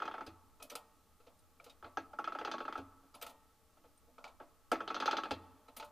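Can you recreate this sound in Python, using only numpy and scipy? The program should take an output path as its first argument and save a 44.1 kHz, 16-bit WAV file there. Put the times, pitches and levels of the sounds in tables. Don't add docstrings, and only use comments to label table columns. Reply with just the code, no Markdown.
import sys
import numpy as np
from scipy import signal
from scipy.fft import rfft, irfft
from scipy.io import wavfile

SR = 44100
rng = np.random.default_rng(int(sys.argv[2]) if len(sys.argv) > 2 else 0)


def log_audio(samples):
    frames = np.atleast_2d(samples).T
    limited = np.clip(frames, -1, 1)
    pcm = np.round(limited * 32767).astype(np.int16)
    wavfile.write(sys.argv[1], SR, pcm)


N = 260631

# (frequency [Hz], relative density [dB per Hz])
BACKGROUND_SPECTRUM = [(12, 6.5), (20, 4), (38, -8), (77, 2), (150, -15.5), (285, -18), (377, -16.5),
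                       (472, -14.5), (780, -16), (849, -6.5), (1030, -42), (1290, -30), (1610, -23),
                       (13900, -26), (16000, -29)]
# (frequency [Hz], width [Hz], level [dB])
BOXY_RESONANCES = [(290, 100, 2), (455.6, 18, -1.5), (618, 3.3, -5.5), (886, 12, -8), (1138, 65, 0),
                   (1233, 6.8, -3.5), (1301.4, 28, -2), (1445, 24, -20.5), (990, 130, -13)]
# (frequency [Hz], relative density [dB per Hz])
SIDE_SPECTRUM = [(12, -9), (20, 21), (38, -1), (499, -21.5), (607, -15), (802, -31), (1810, -23),
                 (12100, -21.5), (16000, -61)]
# (time [s], treble drive [dB])
SLIPS = [(0.0014, -57), (0.0539, -49.5), (0.1126, -61.5), (0.181, -63), (2.2421, -49.5), (2.3216, -57),
         (2.387, -49.5), (2.4488, -41.5), (2.5143, -41), (2.5816, -55), (2.652, -59), (2.7249, -53.5),
         (4.756, -54), (4.8769, -46), (4.9441, -42), (5.001, -36.5), (5.0575, -34.5), (5.1105, -35.5),
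         (5.1681, -38.5), (5.235, -45.5)]
# (time [s], middle drive [dB])
CATCHES = [(0.02, -38), (0.0776, -40.5), (0.1402, -43.5), (0.2075, -45.5), (2.2745, -41), (2.3497, -43),
           (2.4115, -45), (2.474, -40.5), (2.5375, -42), (2.604, -42), (2.6798, -43.5), (2.7544, -44),
           (4.8048, -40.5), (4.9027, -38.5), (4.9642, -41), (5.0228, -34), (5.0779, -32), (5.1295, -34),
           (5.1835, -38.5), (5.255, -46)]
# (time [s], treble drive [dB], middle above treble [dB], top above treble [dB], contact [ms])
KNOCKS = [(0.2636, -53.5, -4, -3.5, 5.5), (1.8261, -69.5, 13, -23, 1.1), (1.8429, -58, 4, -35, 2.5),
          (1.9708, -51, 10.5, -13, 1.7), (2.1321, -71, 18.5, -4, 2.8), (2.187, -61.5, 21.5, -2, 2.7),
          (2.775, -56.5, 7.5, -1, 5.7), (3.0259, -82.5, 7, -30, 8.4), (3.7701, -75, 2, -20, 2.3),
          (3.8363, -76, 5, -20, 6), (4.399, -68.5, 13.5, -43, 3.4), (4.7159, -39.5, 4.5, -3, 2.65),
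          (5.3084, -39.5, -4.5, -18, 1.16)]
# (frequency [Hz], level [dB], t60 [s])
FRAME_MODES = [(273.4, -10, 0.33), (324.3, -4.5, 0.24), (455, -3.5, 0.061), (589, -2, 0.049),
               (669, -13.5, 0.29), (760, 5.5, 0.028), (882.6, 1.5, 0.095), (1117, -5, 0.15),
               (1232, -4.5, 0.064), (1309.6, 12, 0.038), (1330, -14.5, 0.2), (1324, -16, 0.38),
               (1372, 9.5, 0.032), (1448, -6, 0.11), (1633, -2, 0.075), (2306, -13.5, 0.12),
               (2510, -9, 0.17), (2684, -12.5, 0.19), (3224, -14.5, 0.15), (3485, -9, 0.14),
               (3930, -12.5, 0.055), (4190, -11.5, 0.093), (4260, -17.5, 0.069), (4700, -11.5, 0.098),
               (6110, 0, 0.011), (3087, 5, 0.011), (5000, 0, 0.015), (1519, 6, .025), (7040, -27, 0.21)]
# (frequency [Hz], width [Hz], level [dB], t60 [s])
KNOCK_WASH = [(278.6, 140, -9.5, 0.27), (564, 386, 0.5, 0.11), (847.4, 70, -3, 0.088),
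              (1280, 220, -19, 0.27), (1106, 570, -31.5, 1.5), (1900, 550, -10, 0.2),
              (2170, 300, -20, 0.088), (2670, 300, -10.5, 0.12), (3310, 440, -10, 0.13),
              (4120, 680, -11.5, 0.16), (4900, 550, -12.5, .1), (6080, 610, -9.5, 0.12),
              (7700, 340, -14.5, 0.057), (9400, 2600, -10.5, 0.076), (13400, 3600, -13.5, 0.13)]
# (time [s], drive [dB])
THUMPS = [(0.277, -55), (1.841, -58.5), (1.972, -60.5), (2.788, -53), (4.72, -62.5), (5.32, -48)]
# (frequency [Hz], level [dB], t60 [s])
THUMP_MODES = [(89.2, -0.5, 0.77), (35, -19, .2), (110, -1, 0.32), (69.6, -29, 0.38)]
# (time [s], treble drive [dB],
# middle above treble [dB], contact [ms], favoured mode [Hz], gain of that mode [dB])
LINKAGE_TOUCHES = [(0.598, -68.5, 11.5, 5.3, 2480, 17), (0.62, -65, 16, 3, 2550, 26),
                   (.625, -53.5, -28, 1.3, 10630, 16), (0.698, -48.5, -6, 4.5, 6185, 25),
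                   (.712, -62, 17, 7.4, 11600, 10), (.753, -47, 6.5, .83, 7720, 14),
                   (1.2008, -76, 13, 1.8, 480, 12.5), (1.265, -69.5, 12.5, 6.2, 484, 5.5),
                   (1.389, -80, -17, 3, 9110, 27), (1.599, -71.5, 20, 1.4, 2260, 26),
                   (1.641, -61.5, -5, 2.8, 8850, -4), (1.661, -63, 11, 4.4, 482, 9),
                   (1.695, -60, -5, 5, 3700, 29), (1.861, -78, 25, 4.9, 1135, 22),
                   (3.140, -62.5, 9.5, 8.4, 5000, 15), (3.149, -66, -6, 1.6, 10140, 39),
                   (3.213, -54, 4, 2.3, 6100, -6), (3.222, -50.5, 4.5, 4, 13700, 12),
                   (3.264, -56, 13.5, 1.4, 12100, 11), (3.290, -62, 0.5, 9.4, 10400, 10),
                   (3.846, -82.5, 17.5, 6.8, 480, 11.5), (3.974, -79.5, -21, 4, 8830, 20),
                   (4.072, -92, 13.5, 20, 700, 13), (4.181, -72, 24, 1.1, 2240, 15),
                   (4.241, -55, 10.5, 0.95, 2250, 21), (4.257, -74, 3, 5.9, 590, 26),
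                   (4.276, -60.5, 2, 5.3, 2260, 17), (4.412, -75.5, 20.5, 8.6, 700, 18),
                   (5.316, -48.5, -13, 1.5, 1855, 25.5), (5.681, -69, 16, 4.4, 4123, 31),
                   (5.764, -52, 0, 7.3, 14500, 20), (5.798, -48, 3.5, 1.1, 870, 15.5),
                   (5.825, -58, 15.5, 0.72, 850, -4), (5.842, -63, -17, 8.4, 10500, 8)]
# (frequency [Hz], level [dB], t60 [s])
LINKAGE_MODES = [(478.7, -1.5, 0.083), (592.3, -11.5, 0.32), (681.6, -8, 0.14), (880, -15, 0.27),
                 (1150, -30.5, 0.46), (1290, 3, 0.034), (1860, -32.5, 0.82), (2315, -5.5, 0.029),
                 (2528, -13.5, 0.13), (3750, -15.5, 0.054), (3987, -3.5, 0.037), (4900, -2, 0.029),
                 (5990, -5, 0.022), (7000, -20, 0.15), (7990, -5.5, 0.028), (8840, -1.5, 0.035),
                 (10480, -10.5, 0.046), (11600, -13, 0.077), (13700, -6, 0.042), (14600, -30, 0.033)]
# (frequency [Hz], width [Hz], level [dB], t60 [s])
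LINKAGE_WASH = [(269, 61, -13, 0.24), (594, 154, -12, 0.24), (940, 560, -11, 0.28), (1368, 150, -12, 0.13),
                (2270, 2370, -3.5, 0.1), (3610, 2700, -6.5, 0.12), (5800, 2200, -2.5, 0.045),
                (7500, 14500, -7, 0.15), (11200, 3700, -8, 0.11), (14100, 1000, -12.5, 0.065)]
COLOUR_HZ = [350, 1100, 4000, 11000]

BACKGROUND_DB, BOXY_HUM_DB, SIDE_DB = -70.5, -75, -75
SHOP_T60_S, SHOP_DB, SHOP_CUT_HZ, SHOP_BOXY_DB = 1, -24, 5100, -1.5
PIVOT_DB = -45
SLIP_BASS, SLIP_MIDDLE, SLIP_TOP_DB, SLIP_MS = (-50, 0.6), (-48.5, 0.13), -22.5, 1
CATCH_BASS, CATCH_TREBLE, CATCH_TOP_DB, CATCH_MS = (-50, 0.091), (-59.5, 1), -21, 1.82
KNOCK_BASS_DB, KNOCK_BASS_SHARE, KNOCK_BASS_DB_PER_MS = 0.5, 0.48, 1.3
TOUCH_BASS_DB, TOUCH_BASS_DB_PER_MS = -13.5, 1.88
TOUCH_TOP_DB, TOUCH_TOP_DB_PER_OCTAVE = -7, 10
PUSH_SAMPLES = 1024
MICROPHONE_STOP_HZ = 16016


def from_db(db):
    return 10 ** (np.asarray(db) / 20)


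def rms_one(x):
    return x / np.sqrt(np.mean(x ** 2) + 1e-20)


def at_hz(hz, points_hz, values):
    return np.interp(np.log(hz), np.log(points_hz), values)


def coloured(spectrum):
    hz = np.maximum(np.fft.rfftfreq(N, 1 / SR), 1)
    gain = from_db(at_hz(hz, *np.transpose(spectrum)))
    white = rng.standard_normal(N)
    return rms_one(irfft(rfft(white) * gain, N))


def ring(force, hz, t60):
    radius = from_db(-60 / (t60 * SR))
    angle = 2 * np.pi * hz / SR
    return signal.lfilter([0, np.sin(angle)], [1, -2 * radius * np.cos(angle), radius ** 2], force + 1e-18)


def boxy(x):
    return rms_one(sum(from_db(db) * rms_one(ring(x, hz, 2.2 / width)) for hz, width, db in BOXY_RESONANCES))


def background():
    broad = from_db(BACKGROUND_DB) * coloured(BACKGROUND_SPECTRUM)
    return broad + from_db(BOXY_HUM_DB) * boxy(rng.standard_normal(N))


def side_hiss():
    return from_db(SIDE_DB) * coloured(SIDE_SPECTRUM) * np.array([[1], [-1]])


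def strike(events, modes, wash, spread_db, grit, shiver_db, haste):
    rows = np.array(events)
    count = len(rows)
    start_s, treble_db, bass_db, middle_db, top_db, contact_ms = rows[:, :6].T
    contact_ms = np.clip(contact_ms, 0.3, 12)
    colours = np.transpose([treble_db + bass_db, treble_db + middle_db, treble_db, treble_db + top_db])
    step = np.arange(PUSH_SAMPLES)
    where = (np.round(start_s * SR).astype(int)[:, None] + step).ravel()

    def push(hz):
        age = step / (contact_ms[:, None] * SR / 1000) * (hz / 1100) ** haste
        shape = age * np.exp(-2 * age)
        return shape / np.sqrt(np.sum(shape ** 2, axis=1, keepdims=True))

    def train(hz, shapes, level_db):
        db = np.array([at_hz(hz, COLOUR_HZ, colour) for colour in colours]) + level_db
        pushes = from_db(db)[:, None] * shapes
        return np.bincount(where, pushes.ravel(), N + PUSH_SAMPLES)[:N]

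    out = np.zeros(N)
    shiver = from_db(shiver_db - 1500 * step / SR)
    for hz, level_db, t60 in modes:
        turn = np.exp(2j * np.pi * hz / SR * step)
        rough = grit * rng.standard_normal((count, PUSH_SAMPLES))
        force = push(hz) * (turn.real + rough)
        force /= np.abs(force @ turn)[:, None] + 1e-9
        force += shiver * rng.standard_normal(force.shape)
        caught_db = level_db + spread_db * rng.standard_normal(count)
        if rows.shape[1] > 6:
            favoured_hz, gain_db = rows[:, 6], rows[:, 7]
            caught_db += gain_db * np.exp(-(np.log(hz / favoured_hz) / 0.04) ** 2)
        out += ring(train(hz, force, caught_db), hz, t60)

    white = rng.standard_normal((2, N))
    for k, (hz, width, level_db, t60) in enumerate(wash):
        caught_db = level_db + spread_db * rng.standard_normal(count)
        power = train(hz, push(hz), caught_db) ** 2
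        fade = from_db(-120 / (t60 * SR))
        envelope = np.sqrt(signal.lfilter([1], [1, -fade], power + 1e-18))
        edges_hz = [hz - width / 2, hz + width / 2]
        band = signal.butter(2, edges_hz, "band", fs=SR, output="sos")
        out += signal.sosfilt(band, envelope * white[k % 2]) * np.sqrt(SR / 2 / width)
    return out


def follow(rule, db):
    pivot_level_db, share = rule
    return pivot_level_db + share * (db - PIVOT_DB)


def slip_contacts():
    s, treble_db = np.transpose(SLIPS)
    bass_db = follow(SLIP_BASS, treble_db) - treble_db
    middle_db = follow(SLIP_MIDDLE, treble_db) - treble_db
    same = np.ones(len(s))
    return np.transpose([s, treble_db, bass_db, middle_db, SLIP_TOP_DB * same, SLIP_MS * same])


def catch_contacts():
    s, catch_db = np.transpose(CATCHES)
    treble_db = follow(CATCH_TREBLE, catch_db)
    bass_db = follow(CATCH_BASS, catch_db) - treble_db
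    same = np.ones(len(s))
    return np.transpose([s, treble_db, bass_db, catch_db - treble_db, CATCH_TOP_DB * same, CATCH_MS * same])


def lone_knock_contacts():
    s, treble_db, middle_db, top_db, contact_ms = np.transpose(KNOCKS)
    bass_db = KNOCK_BASS_DB + KNOCK_BASS_SHARE * middle_db + KNOCK_BASS_DB_PER_MS * contact_ms
    return np.transpose([s, treble_db, bass_db, middle_db, top_db, contact_ms])


def frame_knocks():
    contacts = np.vstack([slip_contacts(), catch_contacts(), lone_knock_contacts()])
    return strike(contacts, FRAME_MODES, KNOCK_WASH, spread_db=3, grit=0.25, shiver_db=-38, haste=0.6)


def shop(x):
    t = np.arange(SR) / SR
    noise = rng.standard_normal(SR)
    dull = rms_one(signal.sosfilt(signal.butter(1, SHOP_CUT_HZ, fs=SR, output="sos"), noise))
    diffuse = dull + from_db(SHOP_BOXY_DB) * boxy(noise)
    tail = diffuse * from_db(-60 * t / SHOP_T60_S) * (t > 0.006)
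    return signal.fftconvolve(x, tail / np.sqrt(np.sum(tail ** 2)))[:N]


def thumps():
    s, db = np.transpose(THUMPS)
    clicks = np.bincount(np.round(s * SR).astype(int), from_db(db), N)
    force = signal.sosfilt(signal.butter(2, 90.0, fs=SR, output="sos"), clicks + 1e-18)
    return sum(ring(from_db(level_db) * force, hz, t60) for hz, level_db, t60 in THUMP_MODES)


def linkage_touches():
    s, treble_db, middle_db, contact_ms, mode_hz, gain_db = np.transpose(LINKAGE_TOUCHES)
    bass_db = middle_db + TOUCH_BASS_DB + TOUCH_BASS_DB_PER_MS * contact_ms
    octaves = np.log2(np.clip(mode_hz, 1500, 10000) / 5000)
    top_db = TOUCH_TOP_DB + TOUCH_TOP_DB_PER_OCTAVE * octaves
    contacts = np.transpose([s, treble_db, bass_db, middle_db, top_db, contact_ms, mode_hz, gain_db])
    return strike(contacts, LINKAGE_MODES, LINKAGE_WASH, spread_db=2.5, grit=0.6, shiver_db=-33, haste=0.12)


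def scene():
    steel = frame_knocks() + linkage_touches()
    press = signal.sosfilt(signal.butter(2, 140.0, "high", fs=SR, output="sos"), steel)
    centre = press + from_db(SHOP_DB) * shop(press) + thumps() + background()
    return centre + side_hiss()


def record(dry):
    return signal.sosfilt(signal.cheby2(14, 60, MICROPHONE_STOP_HZ, fs=SR, output="sos"), dry)


dry = scene()
out = record(dry)
log_audio(out)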